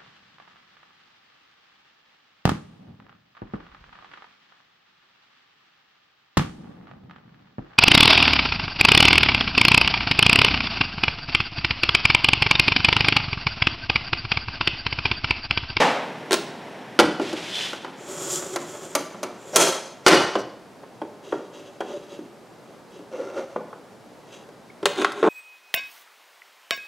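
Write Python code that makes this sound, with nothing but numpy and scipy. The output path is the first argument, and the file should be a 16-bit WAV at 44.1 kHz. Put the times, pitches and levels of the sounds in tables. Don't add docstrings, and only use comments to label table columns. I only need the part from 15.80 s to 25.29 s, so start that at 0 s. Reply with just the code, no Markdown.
import sys
import numpy as np
from scipy import signal
from scipy.fft import rfft, irfft, next_fast_len
from scipy.io import wavfile
from scipy.ndimage import uniform_filter1d, minimum_filter1d, map_coordinates

SR = 44100
rng = np.random.default_rng(int(sys.argv[2]) if len(sys.argv) > 2 else 0)


def unload_wav(signal):
    wavfile.write(
        sys.argv[1],
        SR,
        np.round(np.clip(np.atleast_2d(signal).T, -1, 1) * 32767).astype(np.int16),
    )


N = 418509
TIME = np.arange(N) / SR

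# lower edge in Hz, upper edge in Hz.
BLOW_BANDS = [(150, 650), (650, 2000), (2000, 6000), (6000, 15000)]
# frequency in Hz, relative level in dB.
ROOM_TONE = [(100, 17.5), (350, 1.5), (1000, -0.5), (3000, 0), (8000, -3), (15000, -5.5)]
# frequency in Hz, relative level in dB.
STRIP_TONE = [(120, -44), (200, -5), (318, 8), (393, -2), (437, -37), (581, 2), (658, -40), (815, -3.5),
              (1140, -10), (1410, -14), (1750, -21), (3320, -22), (4180, -31), (6400, -21), (14000, -52)]


def amp(db):
    return 10 ** (np.asarray(db) / 20)


def unit(x):
    return x / np.sqrt(np.mean(x ** 2) + 1e-20)


def along(points, hz):
    f, v = np.transpose(points)
    return np.interp(np.log(hz + 1), np.log(f + 1), v)


def wobble(rate, size=N):
    knots = rng.standard_normal(int(size * rate / SR) + 4)
    return map_coordinates(knots, [np.arange(size) * rate / SR], order=2)


def fade(t, t60):
    return np.exp(-np.log(1000) * t / t60)


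def filtered(x, response):
    size = next_fast_len(x.shape[-1] + 4096, True)
    spectrum = rfft(x, size) * response(np.fft.rfftfreq(size, 1 / SR))
    return irfft(spectrum, size)[..., :x.shape[-1]]


def coloured(x, spectrum):
    return unit(filtered(x, lambda hz: amp(along(spectrum, hz))))


def add(track, s, x):
    part = track[max(round(s * SR), 0):][:len(x)]
    part += x[:len(part)]


def dying(spectrum, t60s):
    hz, t, frames = signal.stft(rng.standard_normal(SR * 2 // 3), SR, nperseg=256)
    level = amp(along(spectrum, hz)[:, None])
    decay = fade(t, along(t60s, hz)[:, None])
    tail = signal.istft(frames * level * decay, SR, nperseg=256)[1]
    return tail / np.linalg.norm(tail)


def in_room(x, build_s=0.016, rattle_db=1.5):
    # frequency in Hz, t60 in seconds.
    room_t60s = [(100, 0.62), (260, 0.32), (700, 0.67), (1840, 0.61), (4850, 0.62), (12800, 0.42)]
    tail = dying(ROOM_TONE, room_t60s)
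    tail = tail * (1 - np.exp(-(np.arange(len(tail)) / SR / build_s) ** 2))
    rattle = unit(amp(rattle_db * wobble(169.4, size=len(tail))))
    return signal.fftconvolve(x, tail * rattle)


def contacts(rows, bounce_s, loss_db, dulling_db, tick_db):
    centres = np.sqrt(np.prod(BLOW_BANDS, axis=1))
    crack_octaves, tick_octaves = np.log2(centres[2:] / centres[1])
    hits = []
    for s, strength_db, thud_db, brightness, count in rows:
        for k in range(round(count)):
            slope = brightness - dulling_db * k
            colour = np.array([thud_db, 0, slope * crack_octaves, slope * tick_octaves + tick_db])
            hits.append((s + k * bounce_s, strength_db - loss_db * k + colour))
    return hits


def voiced(x, band_db, top_db):
    head = x[:round(.012 * SR)]
    hz = np.fft.rfftfreq(SR // 10, 1 / SR)
    power = 2 * abs(rfft(head, SR // 10)) ** 2 / (SR // 10 * len(head))
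    gains = []
    for (low, high), db in zip(BLOW_BANDS, band_db):
        present_db = 10 * np.log10(power[(hz > low) & (hz < high)].sum())
        gains.append((np.sqrt(low * high), db - present_db))
    bottom = [(60, gains[0][1] - 10), (170, gains[0][1] - 1)]
    gains = bottom + gains + [(16000, gains[-1][1] + top_db)]
    gain = amp(along(gains, np.fft.rfftfreq(len(x), 1 / SR)))
    cepstrum = irfft(np.log(gain), len(x))
    cepstrum[1:] *= 2 * (np.arange(1, len(x)) < len(x) // 2)
    return irfft(rfft(x) * np.exp(rfft(cepstrum)), len(x))


def ringing(modes, t, ring_scale):
    ring = np.zeros(len(t))
    draws = rng.standard_normal((len(modes), 2))
    for k, ((hz, width, db), (a, b)) in enumerate(zip(modes, draws)):
        strength = amp(db + 2 * a) * np.sqrt(width) * (-1) ** k
        tone = np.sin(2 * np.pi * hz * (1 + 0.0036 * b) * t)
        ring += strength * tone * np.exp(-np.pi * width * t / ring_scale)
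    return ring


def blows(hits, modes, ring_scale, crack_db, crack_t60, clatter_db, clatter_t60, room_db, attack_s, low_hz, top_db):
    crack_tone = [(200, -30.5), (900, -4), (6000, 2.5), (10000, -1), (16000, -8.5)]
    clatter_tone = [(60, -18.0), (160, -16.0), (330, 1.5), (1400, -9.5), (4000, -21.5), (12000, -33)]
    low_cut = signal.butter(2, low_hz, "high", fs=SR, output="sos")
    track = np.zeros(N)
    t = np.arange(SR // 5) / SR
    for s, band_db in hits:
        ring = ringing(modes, t, ring_scale)
        crack = coloured(rng.standard_normal(len(t)), crack_tone) * fade(t, crack_t60)
        clatter = coloured(rng.standard_normal(len(t)), clatter_tone) * fade(t, clatter_t60)
        blow = unit(ring) + amp(crack_db) * unit(crack) + amp(clatter_db) * unit(clatter)
        blow = blow * (1 - np.exp(-t / attack_s))
        blow = voiced(signal.sosfilt(low_cut, blow), band_db, top_db)
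        add(track, s, blow)
        add(track, s, amp(room_db) * in_room(blow))
    return track


def strokes(rows, attack_s, release_t60, uneven_db=2.03):
    gains = np.zeros((2, N))
    for s, length, *level_db in rows:
        attack = np.clip((TIME - s) / attack_s, 0, 1)
        release = fade(np.maximum(TIME - s - length, 0), release_t60)
        gains += amp(level_db)[:, None] * attack * release
    return gains * amp(uneven_db * wobble(24))


def rub(gains, spectrum, modes, split_hz, grain_db, modes_db, hiss_gain_db, body_gain_db):
    slips = rng.standard_normal(N) * amp(grain_db * wobble(500) + 1.75 * wobble(35))

    def resonances(hz):
        total = 0
        for k, (centre, width, db) in enumerate(modes):
            damping = 1j * hz * width
            total = total + (-1) ** k * amp(db) * damping / (centre * centre - hz * hz + damping)
        return total

    def low_part(hz):
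        return 1 / (1 + (hz / split_hz) ** 4)

    sound = coloured(slips, spectrum) + amp(modes_db) * unit(filtered(slips, resonances))
    hiss = unit(filtered(sound, lambda hz: 1 - low_part(hz)))
    body = unit(filtered(sound, low_part))
    return gains[0] * amp(hiss_gain_db) * hiss + gains[1] * amp(body_gain_db) * body


def shop_noise(level_db=-47.5):
    # frequency in Hz, relative level in dB.
    shop_tone = [(15, -61), (25, -45), (43, -15.5), (84, -16.5), (108, -5), (145, -5.5), (170, -3),
                 (476, -4), (607, -5), (714, -6), (887, -9), (1890, -18.5), (3080, -24), (4740, -25.5),
                 (16000, -39)]
    level = amp(level_db + 0.22 * wobble(27))
    return level * coloured(rng.standard_normal((2, N)), shop_tone)


def saw(bang_db=-14, ring_db=-3, swish=.1):
    # frequency in Hz, relative level in dB.
    bang_tone = [(47, -66), (80, -54), (168, -29), (285, -19.5), (363, -22), (515, -10.5), (587, -12),
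                 (763, -8.5), (1130, -15), (2230, -19), (5720, -31), (12900, -48.5), (15000, -71)]
    # frequency in Hz, relative level in dB.
    air_tone = [(47, -57), (80, -23.5), (141, -2), (285, 0.5), (371, -3), (432, -2.5), (909, -4.5),
                (1210, -12.5), (1720, -10), (3380, -18), (4600, -26), (15000, -47)]
    # frequency in Hz, level in dB before ring_db.
    blade_ring = [(925.9, -54), (1486, -65), (2503, -63), (5556, -62)]
    first_turns_per_s, first_air_db = 43, -36
    drag_s, stop_s = 3.1, 6
    friction = np.exp(-stop_s / drag_s)
    speed = np.maximum(np.exp(-TIME / drag_s) - friction, 0) / (1 - friction)
    turn = 2 * np.pi * np.cumsum(first_turns_per_s * speed) / SR
    air = coloured(rng.standard_normal(N), air_tone) * (1 + swish * np.sin(turn))
    ring = np.zeros(N)
    for hz, db in blade_ring:
        phase = 2 * np.pi * hz * TIME + 1.2 * wobble(25)
        ring += amp(db + ring_db) * np.sqrt(2) * np.sin(phase)
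    track = speed * (amp(first_air_db) * air + ring)
    bang_t60s = [(150, 0.66), (800, 0.74), (3000, 0.71), (10000, 0.53)]  # (Hz, s)
    bang = coloured(dying(ROOM_TONE, bang_t60s), bang_tone)
    add(track, 0, amp(bang_db) * bang / np.std(bang[:SR // 50]))
    return track


def chatter(waver=0.022, room_db=-14):
    # start in seconds, mean pitch in Hz, peak level in dB, length in seconds.
    notes = [(6.125, 600, -27, 0.06), (7.329, 504, -28, 0.038), (7.378, 492, -24, 0.05),
             (7.592, 570, -44, 0.047), (8.898, 2220, -40.5, 0.01)]
    track = np.zeros(N)
    for s, hz, db, length in notes:
        count = round(length * SR)
        pitch = hz * (1 + waver * wobble(150, size=count))
        phase = 2 * np.pi * np.cumsum(pitch) / SR
        add(track, s, amp(db) * np.hanning(count) * np.sin(phase))
    return track + amp(room_db) * in_room(track)[:N]


def sled():
    # start in seconds,
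    # length in seconds before the release, hiss in dB, body in dB, both before the gains below.
    hand_strokes = [(1.39, .25, -37.5, -36), (1.62, .25, -37, -41)]
    finger_strokes = [(1.67, 0.16, -31.5, -57)]
    draw_strokes = [(5.42, 0.17, -51, -47.5), (5.72, .16, -49.5, -46.5), (6.02, 0.18, -50, -41),
                    (6.28, 0.096, -56.5, -51.5), (6.84, 0.12, -67, -54.5), (7.1, .05, -56, -48),
                    (8.46, .11, -53, -58)]
    push_strokes = [(7.31, .18, -53, -37), (7.48, .15, -56.5, -39), (7.7, 0.04, -59, -47)]
    # frequency in Hz, relative level in dB.
    skin_tone = [(47, -49), (80, -6), (220, 2), (263, -26), (321, 3), (446, -2), (487, -17), (544, 4.5),
                 (903, -6), (3170, -3), (6860, -15), (15500, -38)]
    push_tone = [(120, -49), (200, -19), (393, 0), (430, -19), (522, -13), (682, -15), (1120, -21),
                 (1390, -19), (1780, -24.5), (2130, -24), (4250, -30.5), (5860, -31), (14000, -60)]
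    # frequency in Hz, width in Hz, relative level in dB.
    strip_modes = [(385, 47, 25), (579, 18, 27), (2670, 140, -1.5), (3340, 154, 2.5), (3830, 88, -1.5),
                   (4860, 210, -5), (6170, 790, -18)]
    finger_modes = [(3080, 93, -1), (3350, 140, 0.5), (3480, 130, -1), (4100, 210, -5.5)]
    push_modes = [(540, 52, 3), (1414, 64, -5.5), (2110, 47, -22), (2490, 57, -28), (2730, 53, -20),
                  (4970, 250, -27), (6130, 470, -29.5), (6290, 65, -31)]
    # start in seconds, strength in dB, thud in dB relative to it,
    # brightness in dB per octave, number of contacts.
    strip_blows = [(5.032, -42.5, 1, -16, 1), (5.216, -31.5, 6, -11.5, 1), (5.523, -26, 5.5, -12.5, 2),
                   (6.005, -26.5, -1.5, -8.5, 2), (6.39, -54, 25.5, -5, 1), (7.19, -55.5, 19.5, -5, 1),
                   (7.389, -42, 9, -11, 1), (7.76, -27.5, 4, -16, 1), (7.928, -35, -10, -19, 1),
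                   (8.688, -53.5, 14, -4.5, 1)]
    # frequency in Hz, width in Hz before ring_scale divides it, relative level in dB.
    sled_modes = [(317, 40, -9), (410, 34, 5), (486, 17, -4.5), (569, 89, 5.5), (780, 150, -14.5),
                  (890, 120, 2), (1220, 220, -23), (1470, 74, -2.5), (2950, 100, -24), (3260, 100, 0)]
    hand = rub(strokes(hand_strokes, attack_s=0.077, release_t60=.65), skin_tone, strip_modes,
               split_hz=1300, grain_db=0.5, modes_db=-18, hiss_gain_db=0.0, body_gain_db=-6.5)
    fingers = rub(strokes(finger_strokes, attack_s=0.088, release_t60=0.7), skin_tone, finger_modes,
                  split_hz=2140, grain_db=-1.5, modes_db=-0.5, hiss_gain_db=0.5, body_gain_db=-7.0)
    draw = rub(strokes(draw_strokes, attack_s=0.024, release_t60=0.45), STRIP_TONE, strip_modes,
               split_hz=1270, grain_db=2.0, modes_db=7.5, hiss_gain_db=0.0, body_gain_db=3)
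    push = rub(strokes(push_strokes, attack_s=0.027, release_t60=0.46), push_tone, push_modes,
               split_hz=1510, grain_db=2.0, modes_db=1.5, hiss_gain_db=2.0, body_gain_db=2.0)
    knocks = blows(contacts(strip_blows, bounce_s=.014, loss_db=8, dulling_db=7, tick_db=0.5), sled_modes,
                   ring_scale=1.5, crack_db=-10.0, crack_t60=0.025, clatter_db=0.5, clatter_t60=0.057,
                   room_db=-7, attack_s=0.0013, low_hz=185, top_db=-6)
    return hand + fingers + draw + push + knocks


def clamp():
    # start in seconds, strength in dB, thud in dB relative to it,
    # brightness in dB per octave, number of contacts.
    clamp_blows = [(.509, -26, 5, -0.5, 1), (.52, -28, 8, 2.5, 1), (.5295, -24, 6, 3, 2),
                   (9.029, -36.5, 13.5, -4, 1), (9.056, -18, -2.5, 0.5, 1), (9.184, -37.5, 12, -2, 2),
                   (9.215, -26.5, -27, -3.5, 1), (9.221, -29, 5, -2.5, 1), (9.246, -13, -19, -6, 1),
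                   (9.32, -45.5, -10, 3, 1), (9.428, -21, 6, -9, 5)]
    # frequency in Hz, width in Hz (ring_scale divides it in blows),
    # relative level in dB.
    clamp_modes = [(327, 16, -3.5), (403.6, 25.4, 7.5), (581, 14, -5), (730, 86, -6), (1066, 35, -4),
                   (1383, 74, -4.5), (1610, 92, -9.5), (2360, 380, -12), (3680, 320, -11), (4300, 180, -21),
                   (6600, 450, -24), (7900, 510, -22), (11200, 500, -36)]
    # start in seconds, frequency in Hz, level in dB, t60 in seconds.
    washer_pings = [(.531, 15620, -37, .3), (9.057, 15620, -46, 0.35)]
    # start in seconds, length in seconds before the release,
    # hiss in dB, body in dB, both before the gains below.
    knob_strokes = [(9.15, 0.04, -33.5, -29), (9.34, 0.086, -41, -38), (9.43, .06, -49, -16)]
    track = blows(contacts(clamp_blows, bounce_s=0.011, loss_db=1.0, dulling_db=1.0, tick_db=-8.5), clamp_modes,
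                  ring_scale=0.97, crack_db=-17, crack_t60=0.012, clatter_db=-4.0, clatter_t60=0.055,
                  room_db=-9.5, attack_s=0.00038, low_hz=180, top_db=-14)
    t = np.arange(SR // 2) / SR
    for s, hz, db, t60 in washer_pings:
        add(track, s, amp(db) * np.sin(2 * np.pi * hz * t) * fade(t, t60))
    knob = rub(strokes(knob_strokes, attack_s=0.066, release_t60=0.5), STRIP_TONE, clamp_modes,
               split_hz=1300, grain_db=3, modes_db=3.5, hiss_gain_db=-1.5, body_gain_db=3.5)
    return track + knob


def swing(body_db=-34, body_follows=0.56, edge_s=.03, flutter_db=1.3):
    # time in seconds, level in dB before the rubbing gains.
    effort = [(2.18, -58.5), (2.298, -42.5), (2.446, -35.5), (2.546, -31.5), (2.766, -45.5), (3.106, -46.5),
              (3.254, -65), (3.518, -71), (3.75, -44)]
    s, effort_db = np.transpose(effort)
    level_db = np.interp(TIME, s, effort_db)
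    touch = np.clip(np.minimum(TIME - s[0], s[-1] - TIME) / edge_s + 1, 0, 1)
    hiss_db = level_db + flutter_db * wobble(22.11)
    drone_db = body_db + body_follows * (level_db - effort_db.max())
    return touch * amp([hiss_db, drone_db])


def miter_table():
    # start in seconds, strength in dB,
    # thud in dB relative to it, brightness in dB per octave, number of contacts.
    lock_blows = [(1.19, -12, 0.5, -2.5, 2), (1.397, -28.5, 9.5, -6, 1), (1.415, -40.5, 20, -0.5, 1),
                  (1.529, -37, 15, 0.5, 1), (1.931, -31, -4.5, -3.5, 1), (2.046, -30.5, -8, -6.5, 1),
                  (4.264, -1.5, -2, -2, 3), (4.554, -21.5, 5, -6, 1)]
    detent_blows = [(2.624, -37, 3, -4, 1), (2.7595, -24.5, -4.5, -4.5, 1), (2.951, -40, 2.5, -6.5, 1),
                    (3.151, -22, -0.5, -1.5, 1), (3.345, -41, 4, -10.5, 1), (3.43, -29, -2, -4, 2),
                    (3.7595, -7, -1, 0.55, 2)]
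    # frequency in Hz, width in Hz before ring_scale divides it, relative level in dB.
    lock_modes = [(302, 37, -4.5), (332, 52, 4), (398, 25, -6.5), (542, 35, -7), (597, 34, -2.5),
                  (760, 82, -12.5), (860, 34, -6.5), (1020, 67, -6), (1400, 82, -3.5), (1540, 30, -7),
                  (1522, 15, -13), (1950, 37, -11), (2320, 100, -21), (2884, 47, -15), (3014, 200, -7),
                  (4730, 260, -11), (6560, 440, -22)]
    detent_modes = [(360.4, 12, 1), (597, 75, 4.5), (940, 13, -16), (1332, 22, 0.5), (1610, 39.2, -10),
                    (2347, 36, -5), (3236, 42, -3), (3450, 60, -3.5), (3960, 54, -25), (5360, 190, -9.5),
                    (6160, 70, 4.5), (6620, 60, -1), (7000, 60, -2.5), (8550, 130, -4), (9600, 260, -10),
                    (13740, 440, -11.5)]
    # frequency in Hz, relative level in dB.
    table_tone = [(88, -28), (150, -12), (269, -34), (361, -14.5), (474, -24.5), (575, -3.5), (622, -18),
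                  (1280, -21.5), (2210, -25), (3390, -20), (4450, -18.5), (7110, -7.5), (9900, -19.5),
                  (13800, -23.5), (15800, -28)]
    # frequency in Hz, width in Hz, relative level in dB.
    table_modes = [(370, 40, 4), (1145, 17, -3), (1292, 37, -10.5), (1475, 24, -5), (2980, 48, -25),
                   (3320, 220, -2.5), (5670, 51, -11), (6540, 82, -1), (7200, 830, -3), (7920, 110, -8)]
    latch_modes = [(575, 60, 12), (770, 63, -9), (1340, 90, -14), (5850, 300, -8)]
    # start in seconds, length in seconds before the release,
    # hiss in dB, body in dB, both before the gains below.
    latch_strokes = [(3.722, 0.04, -36, -24), (4.235, 0.031, -42.5, -43), (4.57, 0.033, -45, -41)]
    lock = blows(contacts(lock_blows, bounce_s=.008, loss_db=0.44, dulling_db=-1.4, tick_db=-10), lock_modes,
                 ring_scale=0.99, crack_db=-3.5, crack_t60=0.049, clatter_db=-1, clatter_t60=0.16,
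                 room_db=-10.0, attack_s=0.00023, low_hz=115, top_db=-9)
    detents = blows(contacts(detent_blows, bounce_s=.005, loss_db=2.0, dulling_db=1.0, tick_db=4.0), detent_modes,
                    ring_scale=0.82, crack_db=1.5, crack_t60=0.045, clatter_db=0, clatter_t60=0.13,
                    room_db=-7.5, attack_s=0.0005, low_hz=150, top_db=-4)
    scrape = rub(swing(), table_tone, table_modes,
                 split_hz=2500, grain_db=1.0, modes_db=-3, hiss_gain_db=1.0, body_gain_db=1.5)
    latch = rub(strokes(latch_strokes, attack_s=0.033, release_t60=.08), table_tone, latch_modes,
                split_hz=960, grain_db=-2.5, modes_db=20.0, hiss_gain_db=3.5, body_gain_db=0.5)
    return lock + detents + scrape + latch


def scene(scatter_t60=0.11):
    # frequency in Hz, side gain in dB.
    work_width = [(60, -21), (110, -18), (200, -40), (380, -45), (700, -31.5), (1290, -29), (2380, -21),
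                  (4400, -18), (8120, -19.5), (15000, -30.5)]
    shop_width = [(60, 4), (110, -11.5), (200, -9), (380, -10.5), (700, -13), (1290, -11), (2380, -7.5),
                  (4400, -10.5), (8120, -10.5), (15000, -17)]
    shop_mid, shop_side = shop_noise()
    work = saw() + chatter() + sled() + clamp() + miter_table()
    t = np.arange(SR // 10) / SR
    scatter = rng.standard_normal(len(t)) * fade(t, scatter_t60)
    scattered = signal.fftconvolve(work, scatter / np.linalg.norm(scatter))[:N]
    mid = work + shop_mid
    work_side = filtered(scattered, lambda hz: amp(along(work_width, hz)))
    side = work_side + filtered(shop_side, lambda hz: amp(along(shop_width, hz)))
    return np.array([mid + side, mid - side])


def record(dry, ceiling_db=1.0, release_db_per_s=260, clip_db=-1.5, top_hz=15900):
    # frequency in Hz, gain in dB.
    microphone_tone = [(30, -8), (100, -3), (150, -0.5), (11000, 0), (13000, -2), (16000, -5.5)]
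    over_db = np.maximum(20 * np.log10(abs(dry).max(axis=0) + 1e-9) - ceiling_db, 0)
    released_db = release_db_per_s * TIME
    duck_db = np.maximum.accumulate(over_db + released_db) - released_db
    duck = uniform_filter1d(minimum_filter1d(amp(-duck_db), size=25), size=25)
    held = dry * duck
    rounded = held / (1 + (held / amp(clip_db)) ** 6) ** (1 / 6)
    ends = np.clip(np.minimum(TIME, TIME[-1] - TIME) / .004, 0, 1)
    return filtered(rounded * ends,
                    lambda hz: amp(along(microphone_tone, hz)) / np.sqrt(1 + (hz / top_hz) ** 200))


dry = scene()
out = record(dry)
unload_wav(out)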